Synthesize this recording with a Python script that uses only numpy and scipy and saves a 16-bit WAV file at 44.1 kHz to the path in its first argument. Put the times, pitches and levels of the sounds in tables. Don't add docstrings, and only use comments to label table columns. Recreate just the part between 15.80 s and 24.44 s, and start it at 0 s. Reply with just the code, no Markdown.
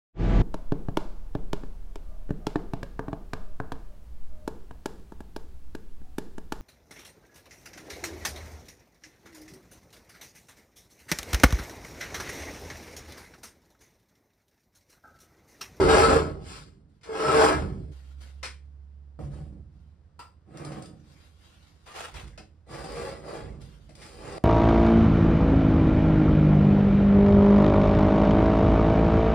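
import sys
import numpy as np
from scipy import signal
from scipy.fft import rfft, irfft, next_fast_len
from scipy.io import wavfile
from scipy.ndimage import uniform_filter1d, map_coordinates

SR = 44100
rng = np.random.default_rng(int(sys.argv[2]) if len(sys.argv) > 2 else 0)


def transcribe(u):
    v = np.clip(np.atleast_2d(u).T, -1, 1)
    q = np.round(v * 32767).astype(np.int16)
    wavfile.write(sys.argv[1], SR, q)


N = 381015
TIME = np.arange(N) / SR
STEPS = np.arange(0, N / SR, .001)
SIZE = next_fast_len(N + SR)
HZ = np.fft.rfftfreq(SIZE, 1 / SR)

# (start t/s, rise/s, hold/s, fade to -60 dB/s,
# then level/dB of rumble, panel ring, edge rasp, grit, settling shudder)
NEAR_SHOVES = [(-0.021, 0.01768, 0.06221, 0.5, -27.5, -23, -32.5, -41, -58),
               (.052, .06, 0.13049, 0.7088, -30, -24.5, -24, -32.5, -42.5),
               (.25, .05, 0.05991, .5, -28.5, -25.5, -28, -39, -42),
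               (.59, 0.12841, 0.06, 0.5257, -52.5, -66, -56.5, -50, -58),
               (1.253, 0.22, 0.04, 0.5412, -52, -35, -33, -41, -59.5),
               (1.426, 0.15688, 0.10867, 0.5748, -38, -28, -26, -36.5, -31),
               (1.57, .05, .025, .3, -42, -34, -25.5, -36, -45)]
# (the same columns, t/s and level/dB)
FAR_SHOVES = [(3.385, 0.023755, 0.05111, 0.4025, -40, -56.5, -62, -68, -54),
              (3.485, 0.05, 0.05, 0.8, -44, -55, -63, -67.5, -46),
              (4.66, 0.19, 0.135, 0.6427, -46, -47.5, -50.5, -62, -51),
              (6.861, 0.083, 0.163, 1.5, -47, -47.5, -47, -53.5, -57),
              (7.091, .093, .115, 0.62, -48.5, -44, -44.5, -51.5, -56.5),
              (7.39, .125, .053, 0.8291, -55, -43, -46, -55, -39.5),
              (8.133, 0.09965, 0.0268, 3, -57.5, -58, -59, -57, -59.5),
              (8.3, .22, .065, .5, -48, -46, -47.5, -55, -53)]
BAND_GROWTH = [.62, 1.0, 1.38, 1.42]
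NEAR_SETTLE_DB = [1, -22.5, -44.5, -35]
FAR_SETTLE_DB = [-0.5, -49, -50, -43.5]
BAND_EDGES = [20, 200, 650, 2500, 11000]
# (f/Hz, width/Hz, level over the slope/dB)
NEAR_MODES = [(78.664, 6.2, 16.5), (145.47, 35, 14), (207, 14, 13), (263.48, 12, 13), (304.72, 6.1, 17),
              (374.6, 15, 12.5), (388.47, 13, 12.5), (447.5, 13, 18), (536.54, 19, 10.5),
              (624.65, 19, 12.5), (758.65, 7.8, 11), (812.86, 14, 13), (897.31, 13, 8.5), (1014.1, 31, 8),
              (1103.6, 14, 9), (1298.7, 28, 10.5), (1650, 30, 7), (2054, 7.1, 5), (2154, 53, 2),
              (4950, 700, 4.5), (7351, 260, 5)]
FAR_MODES = [(148.73, 16.51, 12.233), (216.43, 15.7, 8.016), (325.43, 9.92, 6.66), (398.67, 37.24, 6.137),
             (480.81, 16, 11), (552.46, 18, 12.5), (651.46, 33.64, 4.771), (767.77, 16.71, 11.47),
             (847.2, 15.25, 10.554), (1165.8, 75.66, 7.22), (1345.6, 6.004, 15.891), (1979.3, 28.24, 7.573),
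             (4119.7, 89.585, 5.3), (4750, 110, 12.5), (5036.3, 250, 4.4)]
CORNER_MODES = [(145, 26, 13), (212.88, 22, 12), (304.31, 19.94, 11), (331.98, 16, 9), (485.64, 35.09, 7.8),
                (559.32, 30, 9.407), (631.04, 25, 6.6), (748.41, 28.33, 13), (1077, 23.76, 9.364),
                (1270.6, 90, 7), (4800, 390, 2.5)]
# (f/Hz, relative level/dB)
NEAR_SLOPE = [(22.0, -42), (50.0, -12), (110.0, -23.5), (235.0, -25.5), (330.0, -16.5), (800.0, -21),
              (1500.0, -16.5), (1900.0, -27), (3500.0, -34.5), (6300.0, -40.5), (8500.0, -40),
              (15000.0, -57)]
FAR_SLOPE = [(22, -32), (52, 5.5), (110, -8.5), (235, -16), (330, -9.5), (800, -19), (1500, -20.5),
             (1900, -25), (3500, -32), (6300, -34.5), (8500, -35), (11000, -39.5), (15000, -50)]
# (start t/s, rise/s, hold/s, fade to -60 dB/s, level/dB)
CHATTER = [(1.283, .013, .06, .15, -31), (1.385, .03, .05, .4, -25), (1.525, .03, .1, .09, -17.5)]
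# (centre t/s, length/s, f/Hz, level/dB)
SQUEALS = [(.015, .035, 400, -16), (.07, .06, 362.4, -21), (.116, .025, 445, -18), (.148, .028, 430, -17),
           (.135, .03, 1320, -25), (.202, .02288, 420.5, -19.5), (.255, .06, 1315, -22),
           (.315, .02, 1325, -24), (.364, .02465, 451, -16.5), (1.462, .025, 1319, -24.5),
           (1.491, .03692, 140, -28), (1.5, .024, 1304, -18), (1.503, .016, 445, -21),
           (1.72, .04, 650, -26), (1.74, .07, 1640, -34), (3.492, .07505, 143, -34.5),
           (3.622, .05037, 145, -34), (4.895, .2121, 148.2, -40.5), (6.11, .05, 1200, -50),
           (7.203, .1756, 472, -36.5), (7.3, .0665, 545, -39.5), (8.465, .05, 550, -42),
           (8.54, .05, 400, -42)]
# (start t/s, rise/s, hold/s, fade to -60 dB/s, level/dB)
ROCKING = [(3.715, .02, 0.07402, 0.0028, -43.5), (6.25, 0.1528, 0.05294, 0.7, -43)]

# (t/s, level/dB, decay to -60 dB/s)
CLACKS = [(1.211, -58, .0553), (1.232, -45, .1598), (2.411, -46.5, .03), (2.47, -52, .04),
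          (2.629, -28.5, .11), (2.652, -37, .05), (4.918, -39.5, .0347), (6.062, -47, .025),
          (6.178, -37.5, .025), (6.228, -41, .02452), (6.34, -38.5, .04), (6.395, -44, .0274),
          (6.576, -36.5, .04), (8.092, -47, .02872), (8.216, -42.5, .1142), (8.58, -33.5, .01273)]
# (f/Hz, relative level/dB)
CLACK_SLOPE = [(100, -17), (400, -7), (900, -2), (1500, -2), (3000, -5), (5500, -7), (9000, -12.5),
               (11000, -20.5), (15000, -31.5)]
# (f/Hz, width/Hz, level over the slope/dB)
CLACK_MODES = [(1600, 400, 1.5), (2250, 700, 0), (5100, 510, 3)]
# (t/s, level/dB)
CRACKS = [(4.772, -38), (4.848, -35), (5.022, -37), (5.057, -41), (6.477, -46), (7.04, -40), (7.12, -39),
          (7.815, -48), (8.152, -41), (8.263, -43), (8.523, -41)]
# (f/Hz, relative level/dB)
CRACK_SLOPE = [(200, -14), (2000, -6), (6500, -9), (9000, -6.5), (15000, -28)]
# (f/Hz, width/Hz, level over the slope/dB)
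CRACK_MODES = [(4850, 300, 11)]
# (t/s, level/dB, decay to -60 dB/s)
THUDS = [(3.39, -24.5, .035), (3.445, -37, 0.0317), (3.585, -42.5, 0.055), (6.578, -39.5, .1),
         (6.872, -50, .03), (6.892, -43, .04), (8.091, -38, .035), (8.579, -17, .012)]
# (f/Hz, relative level/dB)
THUD_SLOPE = [(25, -30), (55, -4), (110, -4.5), (235, -7.5), (330, -4), (450, -7), (600, -3), (850, -9),
              (1300, -26), (3000, -36), (10000, -48)]
# (t/s, level/dB, decay to -60 dB/s)
CLINKS = [(4.391, -39.5, .26), (6.064, -52, .2), (6.342, -48, .15)]
# (f/Hz, relative level/dB)
CLINK_SLOPE = [(100, -10), (500, -3.5), (1200, -4.5), (2500, -6.5), (6000, -16), (11000, -21), (15000, -23)]
# (f/Hz, width/Hz, level over the slope/dB)
CLINK_MODES = [(490, 30, 4), (940, 45, 19.5), (1020, 50, 20), (1233.5, 45, 12), (1351, 45, 16.5),
               (2700, 110, 3), (4800, 110, 17), (8400, 900, 5.717)]

# (start t/s, rise/s, hold/s, fade to -60 dB/s, level/dB)
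SHUFFLES = [(1.08, .02, .08, 0.2262, -78), (2.11, 0.014, 0.07348, 2.0444, -62.5),
            (2.4, 0.013, 0.04967, 0.5086, -56.5), (3.89, .067, .055, .86, -76),
            (5.02, 0.43716, .02, 0.6586, -62.5), (5.5, 0.1786, 0.10797, 2.5, -61.5),
            (7.795, .025, 0.00523, 0.6769, -56.5), (7.86, 0.044, 0.00985, 2.3812, -64.5)]
SCUFFS = [(6.052, .024, 0.0595, .8, -50), (6.135, 0.04236, 0.0288, 0.4374, -39.5),
          (6.21, 0.03053, 0.01965, 0.2005, -44.5), (6.337, .03, .035, .35, -44)]
# (f/Hz, relative level/dB)
SHUFFLE_SLOPE = [(150, 0), (400, -1.5), (1400, -2), (1900, -5.5), (4500, -6), (7000, -12.5), (11000, -17),
                 (15000, -28.5)]
SCUFF_SLOPE = [(100, -14), (250, -13), (400, -4), (750, 0), (1400, -1.5), (1700, -6.5), (2200, -5.5),
               (5000, -14), (8500, -19), (11000, -24), (15000, -30.5)]
# (centre t/s, length/s, f/Hz, level/dB)
SQUEAKS = [(5.39, 0.08074, 2300, -69), (5.75, .07, 2800, -67.5), (6.536, 0.0157, 1693, -57.5)]

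# (t/s, f/Hz, level/dB)
HUM = [(2.125, 66.99, -44), (2.9, 70.3, -46.5), (3.9, 71, -50), (4.4, 77.64, -60), (6.2, 78.83, -61)]
# (f/Hz, relative level/dB)
AIR_SLOPE = [(25, -27), (55, -3.5), (90, -4), (120, -13.5), (165, -13.5), (240, -21), (400, -26.5),
             (1500, -36), (2300, -44.5), (5000, -48), (15000, -69)]
# (f/Hz, t60/s)
ROOM_DECAY = [(100, 0.52), (800, 0.2), (2100, .27), (5500, .235), (14000, 0.25)]
# (f/Hz, correlation)
ALIKE = [(60, .99), (170, .94), (330, .72), (520, .72), (900, .35), (1550, .25), (2050, .82), (2700, .55),
         (3700, .3), (5800, .35), (7500, .75), (8500, .97), (9800, .97), (10700, .6), (11900, .98),
         (13600, .98), (14400, .5), (15300, .85)]
# (f/Hz, left minus right level/dB, left leads/rad)
NEAR_SIDE = [(60, -4, 0), (170, -4, .2), (340, -2.5, .8), (690, 2, 1), (1380, 2.3, 2), (1750, 1.5, 5.6),
             (2200, 2, 6.7), (2800, .5, 7.6), (3600, 3, 7.9), (4300, 7, 6.2), (5300, 3, 6), (5900, 1, 4),
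             (6800, 0, 3.2), (7500, -1, 1.2), (8350, 0, 0), (10000, 0, 0), (11700, 0, -3.1),
             (14000, 0, -3.1), (15000, 0, -6.3)]
FAR_SIDE = [(60, -6.5, .3), (348, -3.8, .1), (840, .3, 1.1), (1300, 1, .7), (1600, 1.5, -.4),
            (2300, .5, .3), (3700, 2.5, 1), (5000, 6, .2), (6440, 2, -2.7), (7300, -1.5, -4.8),
            (8400, 0, -6.3), (9700, 0, -6.3), (12000, 0, -9.4), (13600, 0, -9.4), (15000, 0, -12.5)]

RISE_DB = 21.5
SETTLE_RISE_S, SETTLE_FADE_S = 0.11, 1.7
CHATTER_HZ = 443.6
CRACK_S = .025
MOVE_S, FLAT_S = 2.125, 5.4
CUT_S, CUT_DB = 8.583, 16
TOP_HZ = 15600


def near_drag():
    force = catches(rate=7000, scatter_db=2, judder_db=1.3, judder_rate=170)
    force = wander(force, depth_db=2.9, grain_hz=60, rate=20)
    cabinet = filtered(force, body(NEAR_SLOPE, NEAR_MODES))
    levels = shove_levels(NEAR_SHOVES, NEAR_SETTLE_DB)
    return (1 - moved()) * drag(levels, cabinet, NEAR_SIDE, wet_db=7)


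def far_drag():
    force = catches(rate=4500, scatter_db=1.8, judder_db=0.6263, judder_rate=51)
    force = wander(force, depth_db=3, grain_hz=70, rate=21)
    lifted = filtered(force, 1 / (1 + (105 / (HZ + 1)) ** 3))
    corner_force = np.where(TIME > 4.4, lifted, force)
    corner = filtered(corner_force, body(FAR_SLOPE, CORNER_MODES))
    flat = filtered(force, body(FAR_SLOPE, FAR_MODES))
    cabinet = np.where(TIME < FLAT_S, corner, flat)
    levels = shove_levels(FAR_SHOVES, FAR_SETTLE_DB)
    return drag(levels, cabinet, FAR_SIDE, wet_db=7.5)


def drag(levels, dry, side, wet_db):
    treble = 1 / (1 + (1500 / (HZ + 1)) ** 4)
    shift = (1 + np.sin(2 * np.pi * 2.3 * TIME)) / 2
    echoing = np.sqrt(shift) * room(dry, wet_db) + np.sqrt(1 - shift) * room(dry, wet_db)
    mixed = dry + filtered(echoing - dry, treble)
    ring = rfft(spread(mixed, side), SIZE)
    below = [0] + [1 / (1 + (HZ / hz) ** 8) for hz in BAND_EDGES[1:-1]] + [1]
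    out = 0
    for k, level in enumerate(levels):
        band_gain = np.sqrt(np.abs(below[k + 1] - below[k]))
        part = irfft(ring * band_gain, SIZE)[:, :N]
        power = uniform_filter1d(part.mean(0) ** 2, size=SR // 14)
        out = out + part / np.sqrt(np.abs(power) + 1e-20) * level
    return out


def shove_levels(shoves, settle_shares_db):
    power = np.zeros((4, len(STEPS)))
    for start, rise, hold, fade, *tops_db, settle_db in shoves:
        push = stroke(start, rise, hold, fade)
        shudder = amp(settle_db) * stroke(start + rise + hold, SETTLE_RISE_S, 0, SETTLE_FADE_S)
        for k in range(4):
            pushed = amp(tops_db[k]) * push ** BAND_GROWTH[k]
            settling = amp(settle_shares_db[k]) * shudder
            power[k] += pushed ** 2 + settling ** 2
    return [np.interp(TIME, STEPS, level) for level in np.sqrt(power)]


def catches(rate, scatter_db, judder_db, judder_rate):
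    caught = rng.random(N) < rate / SR
    sizes = amp(scatter_db * rng.standard_normal(N) + judder_db * wobble(judder_rate))
    return caught * sizes * rng.standard_normal((2, N))


def wander(x, depth_db, grain_hz, rate, size=1024):
    hz, t, z = signal.stft(x, SR, nperseg=size)
    where = np.meshgrid(np.sqrt(hz / grain_hz) * 8, t * rate, indexing="ij")
    field = map_coordinates(rng.standard_normal((256, 512)), where, mode="wrap")
    depth = depth_db * hz[:, None] / (hz[:, None] + 350)
    return signal.istft(z * amp(depth * field), SR, nperseg=size)[1][:, :N]


def chatter():
    phase = slipping(CHATTER_HZ, jitter=0.012)
    groan = np.sin(phase) + amp(-17.5) * np.sin(2 * phase) + amp(-22.0) * np.sin(3 * phase)
    flutter = amp(1.5 * wobble(70))
    return spread(flutter * strokes(CHATTER) * groan * [[1], [0]], NEAR_SIDE)


def squeals():
    out, cycle = np.zeros(N), slipping(1, jitter=0.016)
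    for s, length, hz, db in SQUEALS:
        near = np.abs(TIME - s) < 2 * length
        swell = np.exp(-(2 * (TIME[near] - s) / length) ** 2)
        out[near] += amp(db) * swell * np.sin(hz * cycle[near])
    return out * amp([[.5], [0]])


def knocks():
    clacks = blows(CLACKS, body(CLACK_SLOPE, CLACK_MODES), wet_db=6.5)
    timed_cracks = [(s, db, CRACK_S) for s, db in CRACKS]
    cracks = blows(timed_cracks, body(CRACK_SLOPE, CRACK_MODES), wet_db=3)
    thuds = blows(THUDS, body(THUD_SLOPE, CORNER_MODES), wet_db=2.5)
    clinks = blows(CLINKS, body(CLINK_SLOPE, CLINK_MODES), wet_db=-8)
    return clacks + cracks + thuds + clinks


def blows(rows, response, wet_db):
    force, t = np.zeros(N + SR), np.arange(SR // 4) / SR
    for s, db, length in rows:
        attack = np.minimum(t / 0.0024 + 0.24, 1)
        force[round(s * SR):][:len(t)] += amp(db - 60 * t / length) * attack
    colour = response / np.sqrt(np.mean(np.abs(response) ** 2))
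    rattle = force[:N] * rng.standard_normal((2, N))
    return spread(room(filtered(rattle, colour), wet_db), FAR_SIDE)


def rocking():
    low_body = body(FAR_SLOPE, FAR_MODES) / (1 + (HZ / 170) ** 2)
    shudder = filtered(rng.standard_normal(N), low_body)
    return strokes(ROCKING) * unit(shudder) * amp([[-3], [2.5]])


def shuffle():
    grit = catches(rate=6000, scatter_db=1.5, judder_db=1.5, judder_rate=110)
    dust = spread(wander(grit, depth_db=3.2, grain_hz=200, rate=25, size=512), FAR_SIDE)
    twist = unit(filtered(room(dust, wet_db=-3.5), body(SCUFF_SLOPE)))
    rustle = unit(filtered(room(dust, wet_db=3), body(SHUFFLE_SLOPE)))
    return strokes(SHUFFLES) * amp(1.2 * wobble(22)) * rustle + strokes(SCUFFS) * twist


def squeaks():
    out = 0
    for s, length, hz, db in SQUEAKS:
        swell = np.exp(-(2 * (TIME - s) / length) ** 2)
        out = out + amp(db) * swell * np.sin(slipping(hz, jitter=.1))
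    return room(np.array([out, out]), wet_db=2)


def background():
    hz, db = curves(HUM)
    phase = 2 * np.pi * np.cumsum(hz + 0.5697 * wobble(11)) / SR
    tone = np.sin(phase) + amp(-19.0) * np.sin(2 * phase)
    hum = amp(db + 0.73 * wobble(12)) * tone * amp([[-.5], [5.5]])
    air = unit(spread(filtered(rng.standard_normal((2, N)), body(AIR_SLOPE)), FAR_SIDE))
    return moved() * hum + amp(-62 + 3.134 * moved()) * air


def room(x, wet_db):
    hz, t, z = signal.stft(rng.standard_normal((2, SR // 2)), SR, nperseg=256)
    decay = amp(-60 * t / along(ROOM_DECAY, hz)[:, None])
    tail = signal.istft(z * decay, SR, nperseg=256)[1]
    echo = signal.fftconvolve(x, tail / np.linalg.norm(tail[0]), axes=1)[:, :N]
    return (x + amp(wet_db) * echo) / np.hypot(1, amp(wet_db))


def spread(pair, side):
    turn = np.arccos(np.clip(along(ALIKE), -1, 1)) / 2
    mid, wide = rfft(pair, SIZE) * [np.cos(turn), np.sin(turn)]
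    balance = along([(hz, db) for hz, db, _ in side])
    lead = along([(hz, radians) for hz, _, radians in side])
    lean = amp(balance / 2) * np.exp(.5j * lead)
    return irfft(np.array([(mid + wide) * lean, (mid - wide) / lean]), SIZE)[:, :N]


def moved():
    return np.clip((TIME - MOVE_S) / 0.01196, 0, 1)


def cut_short():
    return amp(-CUT_DB * np.clip((TIME - CUT_S) / .003, 0, 1))


def stroke(start, rise, hold, fade):
    t = STEPS - start
    building = RISE_DB * np.clip(1 - t / rise, 0, 1) ** 2
    dying = 60 * np.maximum(t - rise - hold, 0) / fade
    return amp(-building - dying) * np.clip(t / 0.0041, 0, 1)


def strokes(rows):
    power = sum((amp(db) * stroke(*shape)) ** 2 for *shape, db in rows)
    return np.interp(TIME, STEPS, np.sqrt(power))


def slipping(hz, jitter):
    return 2 * np.pi * np.cumsum(hz * (1 + jitter * wobble(220))) / SR


def body(slope, modes=(), size=16384):
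    f = np.fft.rfftfreq(size, 1 / SR)
    power = 1 + sum(amp(db) ** 2 / (1 + (2 * (f - hz) / width) ** 2) for hz, width, db in modes)
    cepstrum = irfft(np.log(amp(along(slope, f)) * np.sqrt(power)))
    cepstrum[1:size // 2] *= 2
    cepstrum[size // 2 + 1:] = 0
    return rfft(irfft(np.exp(rfft(cepstrum))), SIZE)


def filtered(x, response):
    return irfft(rfft(x, SIZE) * response, SIZE)[..., :N]


def wobble(rate, count=6):
    knots = rng.standard_normal(int(N * rate / SR) + 4)
    steps = np.arange(len(knots) * count) / count
    return np.interp(TIME * rate, steps, map_coordinates(knots, [steps]))


def curves(rows):
    s, *cols = np.transpose(rows)
    return [np.interp(TIME, s, c) for c in cols]


def along(points, hz=HZ):
    f, v = np.transpose(points)
    return np.interp(np.log(hz + 1), np.log(f + 1), v)


def amp(db):
    return 10 ** (np.asarray(db) / 20)


def unit(x):
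    return x / np.sqrt(np.mean(x ** 2) + 1e-20)


def scene():
    handling = cut_short() * (far_drag() + knocks() + shuffle())
    return near_drag() + chatter() + handling + rocking() + squeals() + squeaks() + background()


def record(dry):
    return filtered(dry, HZ < TOP_HZ)


dry = scene()
out = record(dry)
transcribe(out)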